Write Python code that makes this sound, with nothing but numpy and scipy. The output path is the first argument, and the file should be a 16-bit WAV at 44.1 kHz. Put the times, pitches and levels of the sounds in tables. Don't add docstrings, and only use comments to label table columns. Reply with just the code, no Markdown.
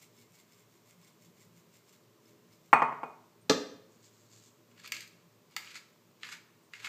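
import sys
import numpy as np
from scipy import signal
from scipy.fft import rfft, irfft
from scipy.io import wavfile
from scipy.ndimage import uniform_filter1d

SR = 44100
rng = np.random.default_rng(int(sys.argv[2]) if len(sys.argv) > 2 else 0)


def generate_wav(signal):
    frames = np.transpose(np.atleast_2d(signal))
    scaled = np.clip(frames, -1, 1) * 32767
    pcm = np.round(scaled).astype(np.int16)
    wavfile.write(sys.argv[1], SR, pcm)


def voltage_ratio(decibels):
    exponent = np.asarray(decibels, float) / 20
    return 10 ** exponent


N = 303408
TIME = np.arange(N) / SR

# (time [s], held [s], grinding level [dB], treble [dB])
TWISTS = [(4.778, .05, -63.5, -7), (4.846, 0.013, -50.5, -6), (4.945, 0.021, -51.5, -1.5),
          (5.01, 0.015, -53, -4.5), (5.52, 0.032, -71, -1), (5.6, 0.086, -54.5, -6.5),
          (5.68, 0.04, -49, -10.5), (5.751, 0.013, -51, -4), (6.22, .01, -61.5, -6),
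          (6.249, 0.084, -44, -13.5), (6.314, 0.017, -41, -11), (6.75, .07, -54, -9.5),
          (6.844, 0.018, -37, -13), (6.87, .01, -44, -14)]
TWIST_RISE_DB_S, TWIST_FALL_DB_S = 592, 447.5
# (time [s], peak level [dB], main pitch [Hz], treble [dB], barrel thump [dB])
CRACKS = [(4.713, -60.5, 3170, -13, -10), (4.779, -54, 2300, -10, -10), (4.845, -44, 2190, -11, -4),
          (4.8752, -42.5, 2900, 11.5, -20), (4.9207, -24.5, 2690, 5.5, -17.5),
          (5.007, -42.5, 2130, 11, -20), (5.076, -56.5, 3100, 16.5, -21), (5.511, -60.5, 1830, 8.5, -19.5),
          (5.5644, -26.5, 2580, 7, -8.5), (5.674, -40, 2560, -11, -19), (5.7561, -42.5, 2190, -6, -3),
          (5.776, -53.5, 2500, 13, -1), (6.2326, -29, 2190, -24, -40), (6.323, -42, 2700, -3, -1),
          (6.7353, -34.5, 2470, -22.5, -38), (6.802, -48.5, 2500, -1, -16), (6.846, -31, 2190, -19.5, -23),
          (6.870, -31.5, 2050, -9, -22)]
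CRUMBLE_MS = 3.5
# (frequency [Hz], width [Hz], level [dB])
MILL_RING = [(1160, 50, -29), (1630, 95, 38), (2070, 27, -11), (2190, 24, 47.5), (2840, 38, -20),
             (3020, 380, 29), (3950, 27, -3), (4500, 130, -30), (7170, 210, 13.5)]
# (frequency [Hz], density [dB per Hz])
GRIND_COLOUR = [(400, -44), (900, -5), (1400, -1.5), (2500, 1.5), (3500, -5), (4750, -3.5), (5500, -11),
                (7000, -7), (9650, -18), (12500, -15.5), (15500, -46)]
# (frequency [Hz], density [dB per Hz])
SNAP_COLOUR = [(2200, -20), (3300, -22), (4700, 1), (5600, -9), (7200, -5.5), (10000, -13), (15000, -8.5)]
# (time [s], slides on for [s], level [dB])
SLIDES = [
    (3.92, 0.032, -71.5),
    (4.04, 0.028, -62.5),
    (4.13, 0.13, -71),
    (4.322, 0.067, -61),
    (4.42, 0.055, -63.5),
    (4.713, 0.0029, -74),
]
SLIDE_RISE_DB_S, SLIDE_FALL_DB_S = 350, 330
# (frequency [Hz], density [dB per Hz])
CORN_COLOUR = [(880, -27), (1500, -17.5), (4100, -10.5), (4570, -8.5), (5890, -10.5), (6690, -3.5),
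               (7670, -6), (8970, -18), (15500, -21)]

# (time [s], peak level [dB], contact [ms], rim ring [dB], foot chatter [dB])
BOWL_HITS = [
    (2.7296, -18, 0.43, -49, -29.5),
    (2.7305, -7, 0.21, -20.5, -24.5),
    (2.8202, -12, 0.37, -31.5, -25),
    (2.9235, -30.5, 0.5, -47, -29),
    (3.0325, -23, 0.57, -28.5, -31.5),
]
# (frequency [Hz], level [dB], t60 [s])
BOWL_MODES = [(147.4, -13.5, 0.17), (242, -9, 0.13), (440, -4, 0.09), (649.3, -20.5, 0.019),
              (760, -5, 0.041), (880, 0, 0.032), (970, -4.5, 0.038), (1046, -7.5, 0.027), (1117, 0, 0.048),
              (1236, -2, 0.12), (1440, -16, 0.064), (1700, -26.5, 0.036), (2170, -14.5, .04)]
# (frequency [Hz], level [dB], t60 [s])
BOWL_RIM = [(2464, 0.5, 0.26), (4400, -17, 0.06), (8060, -11, 0.038), (9220, -22.5, .04),
            (11300, -20.5, .03), (11900, -23.5, .04), (14700, -27, .03)]
# (frequency [Hz], density [dB per Hz])
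BOWL_KNOCK = [(60, -28), (150, -18), (450, -17.5), (800, 5), (1450, -3.5), (2600, -14), (3600, -29.5),
              (5300, -31.5), (8100, -37), (12000, -49), (16000, -44)]
# (time [s], peak level [dB], contact [ms], cap ring [dB], foot chatter [dB])
SHAKER_HITS = [
    (3.4955, -22.5, 0.16, -13.5, -5.5),
    (3.4975, -9, 0.43, -34, -11.5),
    (3.5015, -28, 0.43, 2, -15),
    (3.5095, -14.5, 0.67, -21, -15.5),
    (3.5235, -38, 0.75, -23, -36),
]
# (frequency [Hz], level [dB], t60 [s])
SHAKER_MODES = [(173.9, -11.5, 0.081), (185.2, -7.5, 0.032), (289, -6.5, 0.057), (418.5, -9, 0.073),
                (542, -2, 0.024), (651, -2.5, 0.037), (857, -7, 0.016), (1164, -2, 0.027),
                (1268, -3.5, 0.013)]
# (frequency [Hz], level [dB], t60 [s])
SHAKER_CAP = [(4300, 0, .012), (5700, -4, .01)]
# (frequency [Hz], density [dB per Hz])
SHAKER_KNOCK = [(60, -20), (300, -12.5), (550, -1), (800, -6.5), (1400, -9), (2800, -13.5), (4200, -7),
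                (5100, -13.5), (6000, -13.5), (9900, -31.5), (16000, -35)]

# (time [s], pours on for [s], level [dB])
SHAKES = [(0.022, 0.0037, -58), (0.17, 0.055, -65), (0.35, .003, -62.5), (0.385, 0.02, -63),
          (0.53, .003, -63), (0.595, 0.0026, -65), (0.72, 0.047, -70.5), (0.885, .025, -63.5),
          (1.04, .003, -62), (1.075, 0.017, -65), (1.22, .003, -65), (1.245, 0.0041, -63),
          (1.39, .003, -65), (1.42, 0.0042, -62), (1.58, .006, -63.5), (1.755, 0.0044, -61.5),
          (1.89, .003, -64), (1.93, 0.0069, -62.5), (2.283, 0.013, -65.5), (2.53, 0.0043, -66),
          (2.65, 0.031, -71)]
SHAKE_RISE_DB_S, SHAKE_FALL_DB_S = 299.5, 330
# (frequency [Hz], width [Hz], level [dB])
SHAKER_RING = [(2160, 170.4, 5.5), (3407, 61, -33.5), (4760, 16, -8), (5270, 20, -4), (7600, 160, -7),
               (7950, 12, -8)]
# (frequency [Hz], density [dB per Hz])
SALT_COLOUR = [(880, -25), (1500, -25.5), (2200, -6.5), (2420, -5.5), (6130, -7.5), (7300, -3.5),
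               (10200, -10.5), (15500, -8.5)]
# (time [s], peak level [dB], pitch [Hz])
PINGS = [(0.179, -55, 5270), (0.392, -59, 7600), (1.0321, -58, 5200), (1.4194, -74, 7300),
         (1.8836, -62, 5220), (2.258, -56, 5240), (2.5277, -57.5, 5170), (3.414, -56.5, 8600),
         (6.636, -58, 8120), (0.53, -60, 5300), (1.225, -61, 5430)]

# (delay [ms], level [dB])
ECHOES = [
    (3.6, -3),
    (5.8, 0),
    (9.5, -12),
    (13, -14),
]
# (frequency [Hz], t60 [s])
ROOM_T60 = [(100, 0.41), (400, 0.64), (1200, 0.58), (3500, 0.54), (9000, 0.46)]
# (frequency [Hz], width [Hz], level [dB])
DRONE = [(112, 2.9, 5), (234, 24, -6), (330.1, 14, -5), (415, 33, -8), (601.6, 6.9, -7)]
# (time [s], held [s], level [dB])
COMPRESSOR = [(0.4, 0.35, -76.5), (1.05, 0.55, -72.5), (2.6, .3, -72), (3.6, 0.057, -69),
              (4.25, 0.089, -77), (5.05, 0.49, -74.5), (6.3, .2, -77.5)]
COMPRESSOR_HZ, SWELL_DB_S = 173.3, 26
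# (frequency [Hz], density [dB per Hz])
AIR_COLOUR = [(25, -39.5), (75, -22.5), (100, -12), (140, -4), (300, -12.5), (450, -9), (800, -17),
              (1050, -12), (1450, -19), (3400, -23), (7000, -24.5), (10000, -28), (15000, -23)]
AIR_DB = -65
# (frequency [Hz], level [dB])
MICROPHONE = [(100, 0), (7500, 2), (10000, -5), (13000, 0), (15000, -2.5)]
TOP_HZ = 15350


def mill():
    high_pass = signal.butter(4, 950, "high", fs=SR, output="sos")
    return signal.sosfilt(high_pass, grinding() + cracking())


def grinding():
    load = uniform_filter1d(np.repeat(rng.standard_normal(N // 300 + 1), 300)[:N], 200)
    crush = grains(5000, 2) * voltage_ratio(2.5 * load)
    barrel = unit(unit(colour(crush, GRIND_COLOUR)) + voltage_ratio(-11.5) * resonate(crush, MILL_RING))
    low = signal.sosfilt(signal.butter(2, 3700, fs=SR, output="sos"), barrel)
    high = barrel - low
    push = gain(TWISTS, TWIST_RISE_DB_S, TWIST_FALL_DB_S)
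    treble_db = np.array(TWISTS)[:, 3:]
    return voltage_ratio(-4.5) * push.max(0) * low + voltage_ratio(7.5) * (push * voltage_ratio(treble_db)).max(0) * high


def cracking():
    out, t = np.zeros(N), TIME[:SR // 10]
    splinters = rng.standard_normal((len(CRACKS), len(t)))
    for (s, db, hz, treble_db, thump_db), shower in zip(CRACKS, splinters):
        shower = shower * np.exp(-t / CRUMBLE_MS * 1000)
        shower[0] = 4
        corn = [(hz, 1100, 0)]
        body = resonate(resonate(shower, corn), corn)
        body += voltage_ratio(-10.5) * unit(colour(shower, GRIND_COLOUR))
        body += voltage_ratio(-6) * resonate(shower, MILL_RING)
        snap = crest(colour(shower, SNAP_COLOUR))
        thump = crest(resonate(shower, [(1316, 120, 0.5)]))
        burst = crest(body) + voltage_ratio(treble_db - 2) * snap + voltage_ratio(thump_db) * thump
        i = int(s * SR)
        out[i:i + len(t)] += voltage_ratio(db + 3) * burst[:N - i]
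    return out


def sliding_corns():
    motion = gain(SLIDES, SLIDE_RISE_DB_S, SLIDE_FALL_DB_S)
    return rattle(motion, CORN_COLOUR, MILL_RING, rate=3000, spread_db=2.5, ring_db=-21)


def bowl():
    return set_down(BOWL_HITS, BOWL_MODES, BOWL_RIM, BOWL_KNOCK, knock_db=9.7, scrape_ms=1.3)


def shaker():
    return set_down(SHAKER_HITS, SHAKER_MODES, SHAKER_CAP, SHAKER_KNOCK, knock_db=9.9, scrape_ms=1.58)


def set_down(hits, modes, free_modes, knock, knock_db, scrape_ms):
    tap = np.zeros(SR // 2)
    tap[0] = 1
    body = crest(ring(tap, modes)) + voltage_ratio(knock_db) * crest(colour(tap, knock))
    force, edge, chatter = np.zeros(N), np.zeros(N), rng.standard_normal(N)
    spots_db = 3 * rng.standard_normal((len(hits), len(free_modes)))
    spots_db[:, 0] = 0
    for (s, db, contact_ms, edge_db, scrape_db), spot_db in zip(hits, spots_db):
        since_ms = (TIME - s) * 1000
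        push = np.exp(-8 * (since_ms / max(contact_ms, 0.02)) ** 2)
        scrape = (since_ms > 0) * np.exp(-np.abs(since_ms) / scrape_ms) * chatter
        force += voltage_ratio(db) * (push / push.sum() + voltage_ratio(scrape_db) * scrape)
        struck = [(hz, d + e, t60) for (hz, d, t60), e in zip(free_modes, spot_db)]
        i = int(s * SR)
        edge[i:i + len(tap)] += voltage_ratio(db + edge_db) * ring(tap, struck)
    return signal.fftconvolve(force, body)[:N] + edge


def shaken_salt():
    motion = gain(SHAKES, SHAKE_RISE_DB_S, SHAKE_FALL_DB_S)
    return rattle(motion, SALT_COLOUR, SHAKER_RING, rate=3000, spread_db=3, ring_db=-7.5)


def bright_ticks():
    out, t = np.zeros(N), TIME[:SR // 10]
    for s, db, hz in PINGS:
        i = int(s * SR)
        out[i:i + len(t)] += voltage_ratio(db - 9) * np.sin(2 * np.pi * hz * t) * np.exp(-t / 0.011)
    return out


def kitchen(x, wet_db, echo_db):
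    t = TIME[:SR]
    hz, t60 = np.transpose(ROOM_T60)
    tail = 0
    for centre in 80 * 2 ** np.arange(0, 8, 0.5):
        edges = centre * 2 ** np.array([-0.25, 0.25])
        band = signal.butter(2, edges, "band", fs=SR, output="sos")
        decay = voltage_ratio(-60 * t / np.interp(np.log(centre), np.log(hz), t60))
        tail = tail + signal.sosfilt(band, rng.standard_normal(len(t))) * decay
    tail = tail * (np.exp(-t / 0.025) + voltage_ratio(-2))
    response = voltage_ratio(wet_db) * tail * np.clip(t / 0.0021, 0, 1) / np.sqrt(np.sum(tail ** 2))
    response[0] = 1
    for ms, db in ECHOES:
        response[int(ms * SR / 1000)] += voltage_ratio(db + echo_db)
    return signal.fftconvolve(x, response)[:N]


def air():
    swell = uniform_filter1d(np.repeat(rng.standard_normal(N // 6000 + 1), 6000)[:N], 6000)
    drone = resonate(rng.standard_normal(N), DRONE) * voltage_ratio(2 * swell)
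    note = resonate(rng.standard_normal(N), [(COMPRESSOR_HZ, 12, 0)])
    note = note * gain(COMPRESSOR, SWELL_DB_S, SWELL_DB_S).max(0)
    hiss = unit(colour(rng.standard_normal(N), AIR_COLOUR))
    return voltage_ratio(AIR_DB) * (voltage_ratio(-2.5) * hiss + voltage_ratio(-4) * drone) + voltage_ratio(3.5) * note


def rattle(motion, spectrum, peaks, rate, spread_db, ring_db):
    ticks = grains(rate, spread_db)
    wall = voltage_ratio(ring_db) * resonate(ticks, peaks)
    return motion.max(0) * unit(unit(colour(ticks, spectrum)) + wall)


def grains(rate, spread_db):
    hit = rng.random(N) < rate / SR
    size = rng.exponential(size=N)
    sign = rng.standard_normal(N)
    return unit(hit * voltage_ratio(spread_db * np.minimum(size, 3)) * sign)


def gain(strokes, rise_db_s, fall_db_s):
    s, held, db = np.array(strokes).T[:3, :, None]
    rise = rise_db_s * np.maximum(s - TIME, 0)
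    fall = fall_db_s * np.maximum(TIME - s - held, 0)
    return voltage_ratio(db - rise - fall)


def ring(x, modes):
    t = TIME[:SR // 2]
    body = np.zeros(len(t))
    for k, (hz, db, t60) in enumerate(modes):
        body += (-1) ** k * voltage_ratio(db) * np.sin(2 * np.pi * hz * t) * voltage_ratio(-60 * t / t60)
    return signal.fftconvolve(x, body)[:len(x)]


def resonate(x, peaks):
    modes = [(hz, db + 20 * np.log10(w), np.log(1000) / np.pi / w) for hz, w, db in peaks]
    return unit(ring(x, modes))


def colour(x, points):
    hz, db = np.transpose(points)
    grid = np.arange(2049) * SR / 4096 + 1
    cepstrum = irfft(np.log(voltage_ratio(np.interp(np.log(grid), np.log(hz), db))))
    cepstrum[1:2048] *= 2
    response = irfft(np.exp(rfft(cepstrum[:2049], 4096)))
    return signal.fftconvolve(x, response)[:len(x)]


def unit(x):
    return x / np.sqrt(np.mean(x ** 2))


def crest(x):
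    return x / np.abs(x).max()


def scene():
    salt = voltage_ratio(-2) * shaken_salt() + bright_ticks()
    corns = voltage_ratio(-3) * sliding_corns()
    bowl_down = kitchen(voltage_ratio(-7) * bowl(), wet_db=-2, echo_db=-0.1)
    shaker_down = kitchen(voltage_ratio(-9.5) * shaker(), wet_db=-2, echo_db=-11)
    held = kitchen(salt + corns + voltage_ratio(-2.5) * mill(), wet_db=-5.5, echo_db=-19)
    return (bowl_down + shaker_down + held + air())[None]


def roll_off(x):
    return signal.sosfilt(signal.butter(12, 16460, fs=SR, output="sos"), x)


def record(dry):
    x = colour(dry[0], MICROPHONE)
    x = signal.sosfilt(signal.butter(4, 85, "high", fs=SR, output="sos"), x)
    x = signal.sosfilt(signal.ellip(8, 0.2, 30, TOP_HZ, fs=SR, output="sos"), x)
    return roll_off(x[None])


dry = scene()
out = record(dry)
generate_wav(out)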